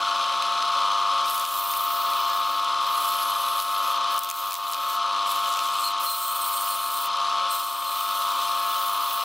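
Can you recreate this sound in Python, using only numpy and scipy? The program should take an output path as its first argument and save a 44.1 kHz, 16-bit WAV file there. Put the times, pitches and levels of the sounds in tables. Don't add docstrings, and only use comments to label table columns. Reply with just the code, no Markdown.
import sys
import numpy as np
from scipy import signal
from scipy.fft import rfft, irfft, next_fast_len
from scipy.io import wavfile
from scipy.ndimage import uniform_filter1d

SR = 44100
rng = np.random.default_rng(int(sys.argv[2]) if len(sys.argv) > 2 else 0)


def gain_from_db(level_db):
    decades = np.asarray(level_db, float) / 20
    return 10 ** decades


def transcribe(signal):
    frames = np.atleast_2d(signal).T
    limited = np.clip(frames, -1, 1)
    pcm = np.round(limited * 32767).astype(np.int16)
    wavfile.write(sys.argv[1], SR, pcm)


N = 407484
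T = np.arange(N) / SR
SLOTS = 44
SPINDLE_HZ = 30.4


def evened(x):
    return x / np.sqrt(np.mean(x ** 2) + 1e-20)


def read(points, hz):
    f, value = np.transpose(points)
    return np.interp(np.log(hz + 1), np.log(f + 1), value)


def coloured(x, points, modes=()):
    hz = abs(np.fft.fftfreq(16384, 1 / SR))
    db = read(points, hz)
    for mode_hz, width_hz, lift_db in modes:
        db = db + lift_db / (1 + (2 * (hz - mode_hz) / width_hz) ** 2)
    log_gain = np.log(gain_from_db(np.maximum(db, -100)))
    minimum_phase = np.exp(np.conj(signal.hilbert(log_gain)))
    taps = np.fft.ifft(minimum_phase).real[:4096]
    return signal.oaconvolve(x, taps)[:len(x)]


def drift(hz):
    coarse_t = T[::64]
    b, a = signal.butter(2, 128 * hz / SR)
    slow = signal.lfilter(b, a, rng.standard_normal(len(coarse_t)))
    return evened(np.interp(T, coarse_t, slow))


def resonate(x, hz, width):
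    turn = np.exp(2j * np.pi * np.cumsum(hz) / SR)
    r = np.exp(-np.pi * width / SR)
    return 2 * (turn * signal.lfilter([1 - r], [1, -r], x / turn)).real


def grit(per_s, spread_db):
    size_db = spread_db * np.minimum(rng.exponential(1, N), 3.5)
    size = gain_from_db(size_db) * rng.choice([-1., 1.], N)
    return evened(size * (rng.random(N) < per_s / SR))


def patchy(x, patchy_db, size=(8, 30)):
    z = signal.stft(x, nperseg=512)[2]
    patches = uniform_filter1d(rng.standard_normal(z.shape), size=size[0], axis=0)
    patches = uniform_filter1d(patches, size=size[1], axis=1)
    return signal.istft(z * gain_from_db(patchy_db * evened(patches)), nperseg=512)[1][:N]


def span(rows):
    s, *columns = np.transpose(rows)
    touch_s = 0.0086
    gate = np.clip(np.minimum(T - s[0], s[-1] - T) / touch_s, 0, 1)
    return gate, [np.interp(T, s, c) for c in columns]


SLOT_SIDES_DB = [-15, -12.7, -1.3, -7.5, -24.5]
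# multiple of rotor speed [ratio], then its level in [dB].
POLE_ORDERS = [32, 36.99, 37.93, 38.95, 40, 42, 46, 48, 50.05, 54.05, 56.03, 58.04, 62.1]
POLE_DB = [-38, -26, -27.5, -26.5, -16.5, -31, -26, -9.5, -25, -20, -49, -24.5, -33.5]
# multiple of rotor speed [ratio], then its level in [dB].
BEAT_ORDERS = [12.045, 14.47, 17.52, 22.2, 23.18, 26.74, 29.04, 30.8, 34.8, 41.09, 42.85, 45.14, 46.83,
               47.14, 49.13, 50.89, 51.33, 53.13, 55.11, 57.18]
BEAT_DB = [-35, -49, -42.5, -27, -35.5, -31, -46, -32.5, -52, -21.5, -30, -27, -15, -28, -10, -23.5, -47,
           -17.5, -73, -24.5]
# frequency in [Hz], level in [dB].
HUM = [(200.11, -38.5), (400.2, -43)]
# frequency in [Hz], density in [dB per Hz].
DRONE = [(30, -42), (130, -45), (220, -32), (330, -28), (480, -24.5), (610, -23), (820, -18.5),
         (1050, -12.5), (1120, 1.5), (1270, 0.5), (1390, -10), (1600, -18), (1850, -21), (2300, -24.5),
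         (2800, -51.5)]
# frequency in [Hz], width in [Hz], lift in [dB].
CASING = [(295, 30, 8), (360, 20, 6), (550, 35, 14), (690, 40, 11), (890, 50, 7), (995, 30, 9),
          (1697, 22, 12), (1770, 25, 5), (1985, 40, 6), (2118, 50, 7), (2262, 40, 6)]
TWINS = {3: (.3, -.6), 40: (.7, 1.7), 48: (.22, 2.1), 49.13: (.25, 2.2), 57.18: (.9, 0), 45.14: (.3, 2.1)}
# moment when the slip beat cancels, in [s].
NULLS_S = [-.45, .3, 1.1, 1.75, 2.33, 2.95, 3.49, 4.06, 4.68, 5.33, 5.97, 6.6, 7.27, 7.87, 8.5, 9.16, 9.8]
# time in [s], share covered [0-1].
SHADE = [(0, .6), (.33, 1), (.55, .6), (.8, 0)]
SHADED = {3: (-6, 0), 40: (-5, -6), 48: (-3, -3), 49.13: (-6, -6), 53.13: (6, 0), 2: (-1.5, 0)}


def whine(rotor):
    swing = 2 * np.pi * 200.1 * T
    slip = 2 * np.pi * (np.interp(T, NULLS_S, np.arange(len(NULLS_S))) + .5)
    shade = np.interp(T, *np.transpose(SHADE))

    def tone(name, db, angle, wobble_db):
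        twin, lag = TWINS.get(name, (0, 0))
        line_db, twin_db = SHADED.get(name, (0, 0))
        line = np.cos(angle) * (gain_from_db(line_db * shade) if line_db else 1)
        if twin:
            line = line + twin * gain_from_db(twin_db * shade) * np.cos(angle - slip + lag)
        return gain_from_db(db + 3.5 + wobble_db * drift(7.9)) * line

    def band(lo_hz, hi_hz):
        sos = signal.butter(3, [lo_hz, hi_hz], "bandpass", fs=SR, output="sos")
        return signal.sosfiltfilt(sos, out)

    out = np.zeros(N)
    for k, db in enumerate(SLOT_SIDES_DB):
        side_lag = .8 * (k != 2)
        out += tone(k, db, SLOTS * rotor + (k - 2) * swing - side_lag, .4)
    for order, db in zip(POLE_ORDERS, POLE_DB):
        out += tone(order, db, order * rotor, .9)
    for order, db in zip(BEAT_ORDERS, BEAT_DB):
        out += tone(order, db, order * rotor + 2 * np.pi * rng.random(), 0.58)
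    for hz, db in HUM:
        out += tone(hz, db, 2 * np.pi * hz * T, .2)
    out += gain_from_db(-7.0) * evened(coloured(rng.standard_normal(N), DRONE, CASING))
    mirrored = 1.2 * np.clip(1 - T / .33, 0, 1) * band(1337, 1510)
    screened = .15 * shade * band(900, 1290)
    return out + mirrored - screened


# frequency in [Hz], density in [dB per Hz].
RATTLE = [(300, -69), (1500, -31.5), (1900, -16.5), (2300, -8.5), (2700, -4.5), (3600, 0.5), (4250, -1),
          (4740, -8.5), (5300, -7.5), (5900, -12.5), (7000, -18.5), (9900, -20.5), (12500, -28.5),
          (16000, -35)]
# frequency in [Hz], width in [Hz], lift in [dB].
HEADSTOCK = [(2190, 25, 4), (2390, 35, 7), (2537, 40, 8), (2590, 20, 4), (2800, 50, 4), (2965, 35, 8),
             (3045, 40, 6), (3107, 40, 9), (3160, 40, -4), (3250, 35, 7), (3405, 40, 5), (3530, 60, 5),
             (3760, 60, -4), (3833, 35, 6), (4200, 100, 2), (4390, 40, 3), (4650, 50, 6), (4880, 80, -4),
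             (5095, 70, 8), (6220, 160, 9), (7400, 400, 3), (10100, 120, 7)]
# frequency in [Hz], density in [dB per Hz].
FINE = [(1000, -90), (9000, -46), (12000, -18), (13200, 6), (14300, 4), (15500, 7), (17000, -22)]


def bearings(spindle):
    balls = spindle * 141.35 / SPINDLE_HZ
    knocks = 1 + 0.087 * np.cos(balls / 2) + 0.13 * np.cos(balls) + 0.15 * np.cos(2 * balls + 0.36)
    throb_db = 0.4 * np.cos(spindle + .3) + 0.9 * np.cos(2 * spindle + .6)
    throb_db += 0.7 * drift(40) + 0.32 * drift(3.4)
    drive = (rng.standard_normal(N) + 0.59 * grit(2500, 2.2)) * knocks * gain_from_db(throb_db)
    loose_chips = gain_from_db(-41) * evened(coloured(grit(22, 3.5), FINE))
    air = rng.standard_normal(N) * gain_from_db(3.5 * drift(90))
    cooling_air = gain_from_db(-39) * evened(coloured(air, FINE))
    rattle = patchy(coloured(drive, RATTLE, HEADSTOCK), patchy_db=1.1, size=(2, 3))
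    return gain_from_db(-6.0) * evened(rattle) + loose_chips + cooling_air


# time in [s], pressure as hiss in [dB],
# bend of the sheet [0 dull, 1 middle, 2 bright].
RIM_RUBS = [
    [(1.25, -43, 0.68), (1.3, -43, 0.6), (1.354, -36.5, 1.3), (1.436, -42.5, .6), (1.64, -36, 1.97),
     (2.05, -40.5, 2.1), (2.12, -43, 1.6), (2.2, -40, 2.3), (2.28, -44, 1.6), (2.37, -43, 1.8),
     (2.43, -49, 1.5), (2.54, -45, 1.9), (2.66, -54, 1.2), (2.78, -60, .6)],
    [(2.8, -53, .3), (2.886, -48.5, 1.9), (2.98, -39, 0.97), (3.1, -39.5, 1.16), (3.25, -41, 1.1),
     (3.52, -43, 1), (3.58, -40.5, 1.1), (3.68, -47, 1), (3.73, -43, 1.1), (3.8, -47.5, 1.1),
     (3.91, -41.5, .9), (3.99, -55, 0.64)],
    [(4.09, -47, .6), (4.116, -43, 1.3), (4.3, -46, 1.4), (4.37, -38.5, 1.5), (4.5, -43, 1.4),
     (4.6, -45.5, 1.5), (4.7, -43, 1.4), (4.77, -46, 1.5), (4.88, -42, 1.5), (4.95, -40.5, 1.3),
     (4.995, -53, 1.1)],
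]
# time in [s], pressure as hiss in [dB], bend [0-2].
FACE_RUBS = [
    [(5.255, -42, .3), (5.31, -37, .9), (5.4, -41.5, 0.36), (5.75, -42, 0.18), (5.86, -34.5, 0.64),
     (5.93, -48, .6)],
    [(5.99, -46, 1.1), (6.044, -35.5, 1.5), (6.44, -33, 2.4), (6.6, -34.5, 1.6), (6.72, -33.5, 1.9),
     (6.76, -36.5, 1.6), (7.06, -35.5, 2), (7.09, -49, 1.1)],
    [(7.48, -60.5, .6), (7.52, -32, 1.6), (7.72, -41, 1.3), (7.95, -39.5, 1.4), (8.33, -40.5, 1.3),
     (8.62, -38.5, 1.6), (9.16, -38, 1.8), (9.25, -43, 1.2)],
]
CHATTER = [0.23, 0.16, 0.25, 0.29, 0.042, 0.028]
RINGS = [.5, .9, .1]
# frequency the loose sheet rings at on the rim, in [Hz], at bend 0, 1, 2.
RING_HZ = [8800, 10800, 14800]
# frequency in [Hz], density in [dB per Hz].
COARSE = [(300, -84), (1500, -38), (3000, -25), (5000, -3), (7000, -0.5), (8500, 1), (10000, -3),
          (11500, -29), (16000, -44)]
# frequency in [Hz], density in [dB per Hz].
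MIDDLE = [(1000, -90), (6000, -19), (9000, -7), (10200, -4.5), (11500, -1), (12800, -4.5), (14000, -18),
          (16000, -40)]


def sanding(spindle):
    drive = rng.standard_normal((3, N)) + 0.61 * grit(5700, 2.3)
    grain_db = 0.82 * np.cos(2 * spindle + .4) + 0.34 * np.cos(6 * spindle + .4)
    drive *= gain_from_db(grain_db + 1.36 * drift(24) + 0.64 * drift(150))
    bump = evened(np.exp(1.7 * np.cos(3 * spindle + .7)) * gain_from_db(1.2 * drift(25)))
    gains, chatter, shape = np.zeros((3, N)), np.zeros(N), np.zeros(N)
    for rows, share in zip(RIM_RUBS + FACE_RUBS, CHATTER):
        gate, (db, bend) = span(rows)
        off_bend = np.arange(3)[:, None] - bend
        gains += gate * gain_from_db(db - 2 * off_bend ** 2)
        shape += (gate > 0) * bend
        chatter += gate * np.clip(share, 0, 1)
    drive *= 1 - chatter + chatter * bump
    hiss = np.zeros(N)
    for gain, x, grade in zip(gains, drive, (COARSE, MIDDLE, FINE)):
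        hiss += gain * evened(coloured(x, grade))
    ringing = sum(ring * span(rows)[0] for ring, rows in zip(RINGS, RIM_RUBS))
    ring_hz = np.interp(shape, np.arange(3), RING_HZ)
    hiss = hiss + ringing * resonate(hiss, ring_hz, width=1700)
    return patchy(gain_from_db(-2.5) * hiss, patchy_db=2.1)


# start in [s], length in [s], pitch in [Hz], level in [dB], fall over its length in [dB].
WHISTLES = [
    (7.488, 2.5, 4180, -40, 20),
]
# start in [s], length in [s], first pitch in [Hz], last pitch in [Hz], level in [dB].
GRIPS = [(6.176, 0.22, 4080, 4330, -39.5), (6.388, .11, 4180, 4240, -38), (6.51, .15, 4170, 4270, -38),
         (6.672, .09, 4240, 4230, -37), (6.78, 0.13, 4110, 4320, -40), (6.903, 0.16, 4100, 4460, -43)]
# start in [s], length in [s], pitch in [Hz], level in [dB].
BITES = [(5.836, 0.066, 4230, -26.5), (6.055, 0.119, 4170, -32), (7.5, 0.075, 4080, -44.5),
         (7.85, 0.077, 4180, -41)]


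def squeal():
    hz, low_gain, octave_gain = np.full(N, 4200.), np.zeros(N), np.zeros(N)
    whistle_low_db, bite_octave_db = -3.5, -10.5
    for start, length, pitch_hz, db, fall_db in WHISTLES:
        gate, (t,) = span([(start, 0), (start + length, length)])
        hz += (gate > 0) * (pitch_hz * (1 + .02 * np.exp(-t / .06)) - hz)
        gain = gate * gain_from_db(db - fall_db * np.sqrt(t / length))
        low_gain += gain_from_db(whistle_low_db) * gain
        octave_gain += gain
    for start, length, first_hz, last_hz, db in GRIPS:
        gate, (t,) = span([(start, 0), (start + length, 1)])
        hz += (gate > 0) * (first_hz + (last_hz - first_hz) * t - hz)
        gain = gate * gain_from_db(db - 3.0 - 5 * (0.5 - np.sin(np.pi * t)))
        low_gain += gain_from_db(whistle_low_db) * gain
        octave_gain += gain
    for start, length, pitch_hz, db in BITES:
        gate, (t,) = span([(start, 0), (start + length, 1)])
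        hz += (gate > 0) * (pitch_hz * (1.004 - .012 * t ** 2) - hz)
        gain = gate * gain_from_db(db - 6.3 * t)
        low_gain += gain
        octave_gain += gain_from_db(bite_octave_db) * gain
    hz = uniform_filter1d(hz, size=600) * (1 + .008 * drift(40))
    noise = rng.standard_normal((2, N)) * gain_from_db(2.5 * drift(35))
    low = resonate(resonate(noise[0], hz, 150), hz, 150)
    low = low / uniform_filter1d(abs(low), size=900)
    octave = resonate(resonate(noise[1], 2.03 * hz, 360), 2.03 * hz, 360)
    return low_gain * evened(low) + octave_gain * evened(octave)


# time
# in [s], dull part in [dB], middle part in [dB], bright part in [dB].
SNAPS = [(0.4234, -21, -29, -35), (0.4663, -37, -31, -57), (0.6248, -23, -31, -55), (1.2573, -38, -35, -36),
         (1.299, -34, -32, -19), (1.3076, -39, -46, -23), (1.3788, -34, -29, -43), (1.3971, -30, -28, -31),
         (1.4512, -22, -29, -27), (1.4626, -28, -37, -29), (1.7149, -41, -27, -27), (1.7367, -24, -26, -40),
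         (2.6463, -40, -30, -43), (2.8672, -28, -41, -29), (3.5896, -26, -31, -32), (3.6005, -22, -28, -29),
         (3.6111, -28, -29, -26), (3.6222, -28, -28, -25), (4.1642, -32, -36, -27), (4.1802, -35, -25, -26),
         (4.1912, -43, -25, -18), (4.2351, -31, -28, -23), (4.2461, -33, -28, -21), (4.2899, -30, -24, -25),
         (4.3007, -26, -22, -20), (4.312, -27, -24, -24), (4.3414, -37, -38, -29), (4.5091, -28, -26, -22),
         (4.5212, -26, -35, -29), (4.531, -30, -30, -24), (4.5417, -23, -25, -19), (4.5527, -26, -28, -27),
         (4.564, -37, -32, -36), (4.7152, -44, -49, -27), (4.7231, -32, -36, -25), (4.7344, -22, -23, -34),
         (4.745, -23, -26, -33), (5.3183, -37, -46, -22), (5.5275, -32, -27, -30), (5.5384, -29, -27, -31),
         (5.5492, -26, -34, -35), (5.5604, -25, -31, -34), (5.5714, -30, -26, -32), (5.591, -21, -31, -29),
         (5.9492, -36, -43, -58), (5.979, -41, -33, -57), (7.0586, -31, -39, -26), (7.1705, -40, -35, -40)]


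def snaps():
    t, out = np.arange(1500) / SR, np.zeros(N + 1500)
    edges_hz = [2400, 5000], [5000, 9000], [9000, 16500]
    bands = [signal.butter(2, edges, "bandpass", fs=SR, output="sos") for edges in edges_hz]
    decay_s = np.array([[.0012], [.0014], [.001]])
    thud = gain_from_db(-50) * np.sin(2 * np.pi * 110 * t) * np.exp(-t / .003)
    for s, *dbs in SNAPS:
        tick = 3.1 * (t == 0)
        burst = rng.standard_normal((3, 1500)) * np.exp(-t / decay_s) + tick
        snap = gain_from_db(1.5 * (max(dbs[1:]) + 15.0)) * thud
        for db, band, x in zip(dbs, bands, burst):
            part = signal.sosfilt(band, x)
            snap = snap + gain_from_db(db + 4.0) * part / abs(part).max()
        out[round(s * SR):][:1500] += snap
    return out[:N]


# frequency in [Hz], time to fall 60 dB in [s].
SHOP = [(150, 0.55), (1000, 1), (4000, 0.2), (12000, 0.018)]
# frequency in [Hz], level in [dB].
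SHOP_COLOUR = [(60, -30), (200, -12.5), (400, -19), (700, -8.5), (1300, -20), (3000, -15), (7000, -20),
               (10000, -16.5), (14000, -10.5)]


def shop(x):
    taps = np.zeros(SR // 2)
    at = np.arange(100, SR // 2 - 20, 20)
    taps[at + rng.integers(0, 20, len(at))] = rng.choice([-1., 1.], len(at))
    hz, t, z = signal.stft(taps, SR, nperseg=256)
    z = z * gain_from_db(-60 * t / read(SHOP, hz)[:, None])
    z = z / np.linalg.norm(z, axis=1)[:, None]
    tail = signal.istft(z, SR, nperseg=256)[1]
    wet = signal.fftconvolve(x, tail / np.linalg.norm(tail))[:N]
    return coloured(wet, SHOP_COLOUR) * [[1], [-1]]


# frequency in [Hz], left minus right in [dB].
LEAN = [(60, .6), (200, 3.6), (380, 1.2), (700, 1.1), (1290, 1.4), (2380, 1.7), (4400, .9), (8120, 1),
        (15000, -1)]


def leaned(x, share):
    size = next_fast_len(N + 8192)
    lean_db = share * read(LEAN, np.fft.rfftfreq(size, 1 / SR))
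    return irfft(rfft(x, size) * gain_from_db([lean_db / 2, -lean_db / 2]), size)[:, :N]


# time in [s], fall time in [s], brief dip in [dB], lasting dip in [dB].
DUCKS = [(1.39, 0.18, 4.5, -0.5), (1.46, 0.027, 0.5, 5.5), (2.6, 0.36, 0.5, 1.5), (3.4, 0.62, 0, 2),
         (3.63, 0.047, 3, 1), (4.19, 0.012, 3, 5), (4.32, 0.041, 3.5, 1.5), (4.55, 0.08, 3.5, 2),
         (4.71, 0.06, 0.5, 0.5), (5.9, 0.64, 1.5, 2.5), (6.12, 0.09, -0.5, 5), (6.74, 0.2, -0.5, 2),
         (7.05, 0.52, 2.5, 0), (7.67, 0.23, 0.5, 6.5), (9.1, 0.91, 0, 3.5)]


def ridden():
    out = np.full(N, -26.)
    brief_s, lasting_s = 0.061, 0.6
    for s, fall_s, brief_db, lasting_db in DUCKS:
        ramp = np.clip(1 + (T - s) / max(fall_s, .005), 0, 1)
        after = np.maximum(T - s, 0)
        brief = brief_db * np.exp(-after / brief_s)
        lasting = lasting_db * np.exp(-(after / lasting_s) ** 1.58)
        out -= ramp * (brief + lasting)
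    return out


# time in [s], rotor slot tone in [Hz].
SPEED = [(0, 1094.3), (1.2, 1094.5), (1.65, 1092.7), (2.3, 1091.6), (2.85, 1094.1), (3.35, 1091.3),
         (3.7, 1091.7), (4.12, 1094.1), (4.5, 1092.4), (4.9, 1092.3), (5.15, 1094.0), (5.62, 1092.9),
         (5.95, 1093.7), (6.4, 1092.5), (6.95, 1092.3), (7.4, 1094.5), (7.65, 1092.4), (9.24, 1092.9)]


def scene():
    slot_hz = uniform_filter1d(np.interp(T, *np.transpose(SPEED)), size=4000)
    rotor = 2 * np.pi * np.cumsum(slot_hz) / SR / SLOTS
    spindle = rotor * SLOTS * SPINDLE_HZ / slot_hz.mean()
    machine = gain_from_db(ridden()) * (whine(rotor) + bearings(spindle))
    paper = sanding(spindle) + squeal() + snaps()
    return leaned(machine, 1) + leaned(paper, .2) + shop(machine + 0.84 * paper)


def low_pass(x):
    return signal.sosfilt(signal.butter(12, 16710, fs=SR, output="sos"), x)


def record(dry):
    lumpy = rng.standard_normal(N) * gain_from_db(5.5 * drift(4))
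    rumble = coloured(lumpy, [(20, 0.0), (140, -7), (200, -28), (400, -77)])
    wired = (dry + gain_from_db(-95) * evened(rumble)) * signal.windows.tukey(N, 256 / N)
    limited = wired / (1 + (wired / .28) ** 6) ** (1 / 6)
    band_limit = signal.firwin(3001, 15785, window=("kaiser", 9), fs=SR)
    mix = signal.oaconvolve(limited, band_limit[None], "same", axes=1)
    return low_pass(mix)


dry = scene()
out = record(dry)
transcribe(out)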